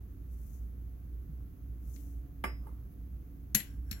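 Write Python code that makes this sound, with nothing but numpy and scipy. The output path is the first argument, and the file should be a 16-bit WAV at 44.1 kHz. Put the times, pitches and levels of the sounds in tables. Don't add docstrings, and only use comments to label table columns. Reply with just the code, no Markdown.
import sys
import numpy as np
from scipy import signal
from scipy.fft import rfft, irfft
from scipy.io import wavfile

SR = 44100
rng = np.random.default_rng(int(sys.argv[2]) if len(sys.argv) > 2 else 0)


def file_out(sig):
    cols = np.atleast_2d(sig).T
    lim = np.clip(cols, -1, 1)
    pcm = np.round(lim * 32767).astype(np.int16)
    wavfile.write(sys.argv[1], SR, pcm)


N = 176400
T = np.arange(N) / SR
HZ = np.maximum(np.fft.rfftfreq(N, 1 / SR), 1)

# pitch_hz, level_db, t60_s
BASKET_MODES = [(2062, -39.5, .28), (5087, -55.5, .32), (2950, -42, .09), (7200, -69, .2), (8290, -63, .15),
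                (8436, -67, .22), (9636, -69, .25), (11160, -51, .13), (11290, -46, .085),
                (12470, -58, .14), (15580, -57, .15)]
TABLE_MODES = [(203, -34, 0.075), (382, -43.5, 0.17), (487, -52, 0.29), (592, -46, 0.22), (721, -46, .11),
               (879, -30, 0.047), (1066, -51, 0.048), (1158, -34.5, 0.11), (1615, -35, 0.063)]
# frequency_hz, left_minus_right_db
PAN = [(200, -1), (1100, -9), (2000, 0.5), (3500, 2.5), (4300, 9.5), (6000, 14), (9000, 21.5), (12000, 9),
       (15000, 16)]
# frequency_hz, correlation
COHERENCE = [(60, 1), (250, 0.72), (600, 0.34), (1200, 0.017), (5000, .1), (15000, .05)]


def from_db(db):
    return 10 ** (np.asarray(db) / 20)


def unit_rms(x):
    return x / np.sqrt(np.mean(x ** 2) + 1e-20)


def at_hz(points, hz):
    frequencies, values = np.transpose(points)
    return np.interp(np.log(hz), np.log(frequencies), values)


def panned(db):
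    return from_db(np.array([[.5], [-.5]]) * db)


def noise(spectrum):
    mid, side = rfft(rng.standard_normal((2, N)))
    alike = at_hz(COHERENCE, HZ)
    pair = np.sqrt(1 + alike) * mid + np.sqrt(1 - alike) * side * [[1], [-1]]
    return unit_rms(irfft(pair * from_db(at_hz(spectrum, HZ)), N))


def close_noise(spectrum, lean=1):
    return irfft(rfft(noise(spectrum)) * panned(lean * at_hz(PAN, HZ)), N)


def driven(response):
    return unit_rms(irfft(rfft(rng.standard_normal((2, N))) * response, N))


def drift(rate_hz):
    return unit_rms(irfft(rfft(rng.standard_normal(N)) / (1 + (HZ / rate_hz) ** 2), N))


def blows(times, levels_db, t60_s, attack_s):
    ages = np.maximum(T - np.array(times)[:, None], 0)
    decays = from_db(np.array(levels_db)[:, None] - np.minimum(60 * ages / t60_s, 200))
    rises = 1 - np.exp(-ages / attack_s)
    return np.sqrt(((decays * rises) ** 2).sum(0))


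def strokes(slides, fade_db):
    envelope = np.zeros(N)
    for start, peak, end, db in slides:
        away = np.where(T < peak, (peak - T) / (peak - start), (T - peak) / (end - peak))
        envelope += from_db(db - np.minimum(fade_db * away ** 2, 200))
    return envelope


def ring(times, levels_db, modes, vary_db, accents=None):
    out, t = np.zeros((2, N + SR)), T[:SR]
    accent_octaves = .3
    for k, (start_s, db) in enumerate(zip(times, levels_db)):
        onset = int(start_s * SR)
        for hz, mode_db, t60_s in modes:
            boost_db = 0
            if accents is not None:
                accent_hz, accent_db = accents[k]
                boost_db = accent_db * np.exp(-(np.log2(hz / accent_hz) / accent_octaves) ** 2)
            phase = rng.choice([-1, 1]) * np.arccos(at_hz(COHERENCE, hz)) * np.array([[.5], [-.5]])
            gain = from_db(db + mode_db + boost_db + vary_db * rng.standard_normal())
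            envelope = gain * np.exp(-np.log(1000) * t / t60_s) * (1 - np.exp(-2 * hz * t))
            tone = envelope * np.sin(2 * np.pi * hz * t + phase)
            out[:, onset:onset + SR] += panned(at_hz(PAN, hz)) * tone
    return out[:, :N]


def in_room(x, level_db=-9, t60_s=0.19, delay_s=0.0025):
    t = T[:SR // 2]
    echoes = rng.standard_normal((2, len(t))) * np.exp(-np.log(1000) * t / t60_s) * (t > delay_s)
    echoes /= np.sqrt((echoes ** 2).sum(1, keepdims=True))
    return x + from_db(level_db) * signal.fftconvolve(x, echoes, axes=1)[:, :N]


def tamper_clacks():
    # start_s, clack_db, ring_db, thump_db, accent_hz, accent_db
    contacts = [(3.5466, -3, -14, -22, 12000, -7), (3.5486, 0, -2.5, -1.5, 11400, 1.5),
                (3.5525, -17, -16, -17, 6400, 10), (3.602, -28, -30, -24, 4200, 14),
                (3.912, -15.5, -23, -16, 4900, 19), (3.928, -27, -39, -20, 4200, 19)]
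    # pitch_hz, level_db, t60_s
    loaded_modes = [(1670, -39.5, 0.12), (1967, -35, 0.16), (2308, -38, 0.14), (3020, -38, 0.13),
                    (4157, -26.5, 0.022), (4334, -35, 0.037), (5540, -34.5, 0.091), (6350, -30, 0.048),
                    (7311, -34.5, 0.15), (7090, -42, 0.064), (8760, -38, 0.056), (10450, -36, 0.087),
                    (10900, -45, 0.109), (11330, -29.5, 0.16), (11310, -37, .09), (11400, -34, 0.092),
                    (12000, -32, .06), (12470, -32, 0.12), (14300, -31.5, .07), (14690, -48.5, .09)]
    # frequency_hz, density_db
    clack_spectrum = [(300, -15), (1200, -15), (1800, 2), (3000, -6), (4400, -2), (5200, -13), (6400, 2.5),
                      (9400, -26.5), (11400, 7.5), (13200, 0.5), (14500, -4), (16000, -4)]
    room_spectrum = [(300, 7), (1100, -7.5), (1800, 7), (3000, 6.5), (5000, -6), (7000, -4), (9300, -18),
                     (11400, -13), (13200, -11), (16000, -5)]
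    times, clack_db, ring_db, thump_db, accent_hz, accent_db = np.transpose(contacts)
    clack = blows(times, clack_db - 21, t60_s=0.033, attack_s=0.00045) * close_noise(clack_spectrum)
    clack *= from_db(2 * drift(700))
    room = blows(times, clack_db - 40, t60_s=0.31, attack_s=0.0054) * close_noise(room_spectrum, 0.94)
    thump = ring(times, thump_db, modes=[(210.7, -22.5, 0.12)], vary_db=2)
    rings = ring(times, ring_db, loaded_modes, vary_db=1.5, accents=list(zip(accent_hz, accent_db)))
    return clack + room + thump + in_room(rings)


def tamper_rub(width_hz=135):
    # start_s, peak_s, end_s, level_db
    rubs = [(3.62, 3.7, 3.8, -68), (3.869, 3.982, 4.08, -60)]
    # pitch_hz, level_db
    resonances = [(1620, 4), (1938, -4.5), (5550, -3.5), (7340, -6), (10450, -2)]
    wall = sum(from_db(db) / (1 + 2j * (HZ - hz) / width_hz) for hz, db in resonances)
    return strokes(rubs, fade_db=15.5) * driven(wall * panned(0.69 * at_hz(PAN, HZ)))


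def basket_rattle():
    # start_s, level_db
    contacts = [(3.55, -37), (3.557, -30), (3.6018, -38), (3.915, -43.5), (3.926, -43)]
    # frequency_hz, density_db
    spectrum = [(400, -25.5), (1200, -10), (1800, 6), (2500, 2.5), (3400, -4.5), (4300, -0.5), (5200, -22),
                (16000, -39)]
    return blows(*np.transpose(contacts), t60_s=0.04, attack_s=0.0012) * close_noise(spectrum)


def basket_landing():
    # start_s, level_db
    landings = [(2.4393, 0), (2.4445, -11.5)]
    # frequency_hz, density_db
    spectrum = [(120, -14), (300, 4), (620, 0.5), (850, -4), (1500, 1), (2300, 1), (3000, -10.5),
                (4000, -24.5), (6500, -29.5), (9000, -57), (16000, -37)]
    times, db = np.transpose(landings)
    knock = blows(times, db - 30, t60_s=0.056, attack_s=0.00054) * close_noise(spectrum)
    room = blows(times, db - 40, t60_s=0.26, attack_s=0.0055) * close_noise(spectrum, lean=0.39)
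    rings = ring(times[:1], [0], BASKET_MODES + TABLE_MODES, vary_db=.5)
    return knock + room + in_room(rings)


def basket_nudge():
    # start_s, peak_s, end_s, level_db
    slides = [(2.604, 2.634, 2.84, -67), (2.657, 2.686, 2.7, -65), (2.687, 2.706, 2.76, -86)]
    # frequency_hz, density_db
    spectrum = [(250, -11), (450, 8), (700, -7), (900, -3.5), (1250, 0.5), (1550, -15), (3000, -32),
                (9000, -37), (11200, -20), (16000, -38)]
    # start_s, table_db, basket_db
    catch = [(2.669, -26.5, -33.5)]
    scrape = strokes(slides, fade_db=12.5) * close_noise(spectrum) * from_db(1.2 * drift(150))
    times, table_db, basket_db = np.transpose(catch)
    wood = ring(times, table_db, TABLE_MODES, vary_db=1, accents=[(930, 10)])
    steel = ring(times, basket_db, BASKET_MODES, vary_db=1, accents=[(9800, 19)])
    return scrape + wood + steel


def finger_slides(half_width_hz=640):
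    # start_s, peak_s, end_s, level_db
    turns = [(0.314, 0.345, 0.35, -77.5), (0.328, .5, 0.63, -69), (1.825, 1.9, 1.98, -72.5),
             (1.896, 2.007, 2.15, -67.5)]
    # frequency_hz, density_db
    skin = [(1500, -9), (3500, -12), (5000, -10.5), (6100, -1.5), (8500, -12), (11000, 0), (13000, 5.5),
            (16000, -4.5)]
    # start_s, peak_s, end_s, pitch_hz, level_db
    catches = [(0.476, 0.544, 0.64, 6440, -75), (1.88, 1.957, 2.0, 6440, -65.5),
               (2.894, 2.923, 2.96, 11500, -71)]
    out = strokes(turns, fade_db=8) * close_noise(skin, lean=1.46)
    out *= from_db(-3.5 + 0.94 * drift(22) + 1.4 * drift(440))
    for start, peak, end, hz, db in catches:
        singing = driven(panned(at_hz(PAN, HZ)) / (1 + ((HZ - hz) / half_width_hz) ** 2))
        out += strokes([(start, peak, end, db)], fade_db=35) * singing * from_db(2 * drift(60))
    return out


def finger_taps():
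    # start_s, level_db, band_hz, t60_s
    taps = [(1.405, -59, 580, 0.016), (1.962, -53.5, 2780, 0.015), (2.776, -67, 1200, 0.018)]
    out = np.zeros((2, N))
    for start_s, db, hz, t60_s in taps:
        direct = blows([start_s], [db], t60_s, attack_s=0.00041)
        room = blows([start_s], [db - 14.5], t60_s=0.28, attack_s=0.0068)
        spectrum = [(hz / 2.3, -22), (hz / 1.24, 0), (hz * 0.61, -4), (hz * 3, -17), (hz * 6, -42)]
        out += (direct + room) * close_noise(spectrum)
    return out


def table_bumps(t60_s=0.091):
    # start_s, pitch_hz, level_db
    jolts = [(1.293, 146, -35), (1.402, 107, -47), (1.756, 144, -48), (1.951, 143, -50),
             (3.548, 137.8, -29.5), (3.914, 74, -32.5), (3.929, 192, -39)]
    return sum(ring([start_s], [db], [(hz, 0, t60_s)], vary_db=3.5) for start_s, hz, db in jolts)


def room_noise():
    # frequency_hz, density_db
    left = [(20, -17), (50, 6), (90, -1), (150, -7), (280, -14.5), (400, -24), (600, -36), (900, -38.5),
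            (2000, -41.5), (3500, -49.5), (5900, -50), (6350, -42), (7200, -53), (9700, -53.5),
            (10700, -42), (15800, -40.5)]
    right = [(20, -18.5), (50, 6.5), (90, -1), (150, -7.5), (280, -16), (400, -21.5), (600, -32.5),
             (900, -41), (1250, -36.5), (2000, -45), (3500, -51), (7000, -59), (9700, -62.5), (10400, -50),
             (12300, -38), (14000, -45.5), (15800, -37)]
    # left_db, right_db
    levels = (-49, -46.5)
    white = rfft(noise([(20, 0), (20000, 0)]))
    return np.array([from_db(db) * unit_rms(irfft(channel * from_db(at_hz(spectrum, HZ)), N))
                     for channel, spectrum, db in zip(white, (left, right), levels)])


def appliance_hum():
    # pitch_hz, level_db, waver_depth
    partials = [(58.87, -43.5, .35), (280, -64.5, 0.5), (303, -71, .6), (712, -84.5, 0.4)]
    # time_s, gain_db
    swell = [(0, -3), (1.2, -3), (1.7, 0.5), (2.5, 4), (3.2, -1), (4, 2)]
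    lines = []
    for hz, db, depth in partials:
        waver = 1 + depth * (drift(2.9) + 1j * drift(7.6))
        lines.append(from_db(db) * unit_rms(np.real(waver * np.exp(2j * np.pi * hz * T))))
    upper = sum(lines[1:]) * from_db(np.interp(T, *np.transpose(swell)))
    return panned(-2.3) * (lines[0] + upper)


def scene():
    handling = finger_slides() + finger_taps() + basket_landing() + basket_nudge()
    tamping = tamper_clacks() + tamper_rub() + basket_rattle()
    return handling + tamping + table_bumps() + room_noise() + appliance_hum()


def record(dry, fade_in_s=0.0067, cutoff_hz=15900):
    lowpass = signal.ellip(12, .1, 90, cutoff_hz, fs=SR, output="sos")
    return signal.sosfilt(lowpass, dry * np.minimum(T / fade_in_s, 1))


dry = scene()
out = record(dry)
file_out(out)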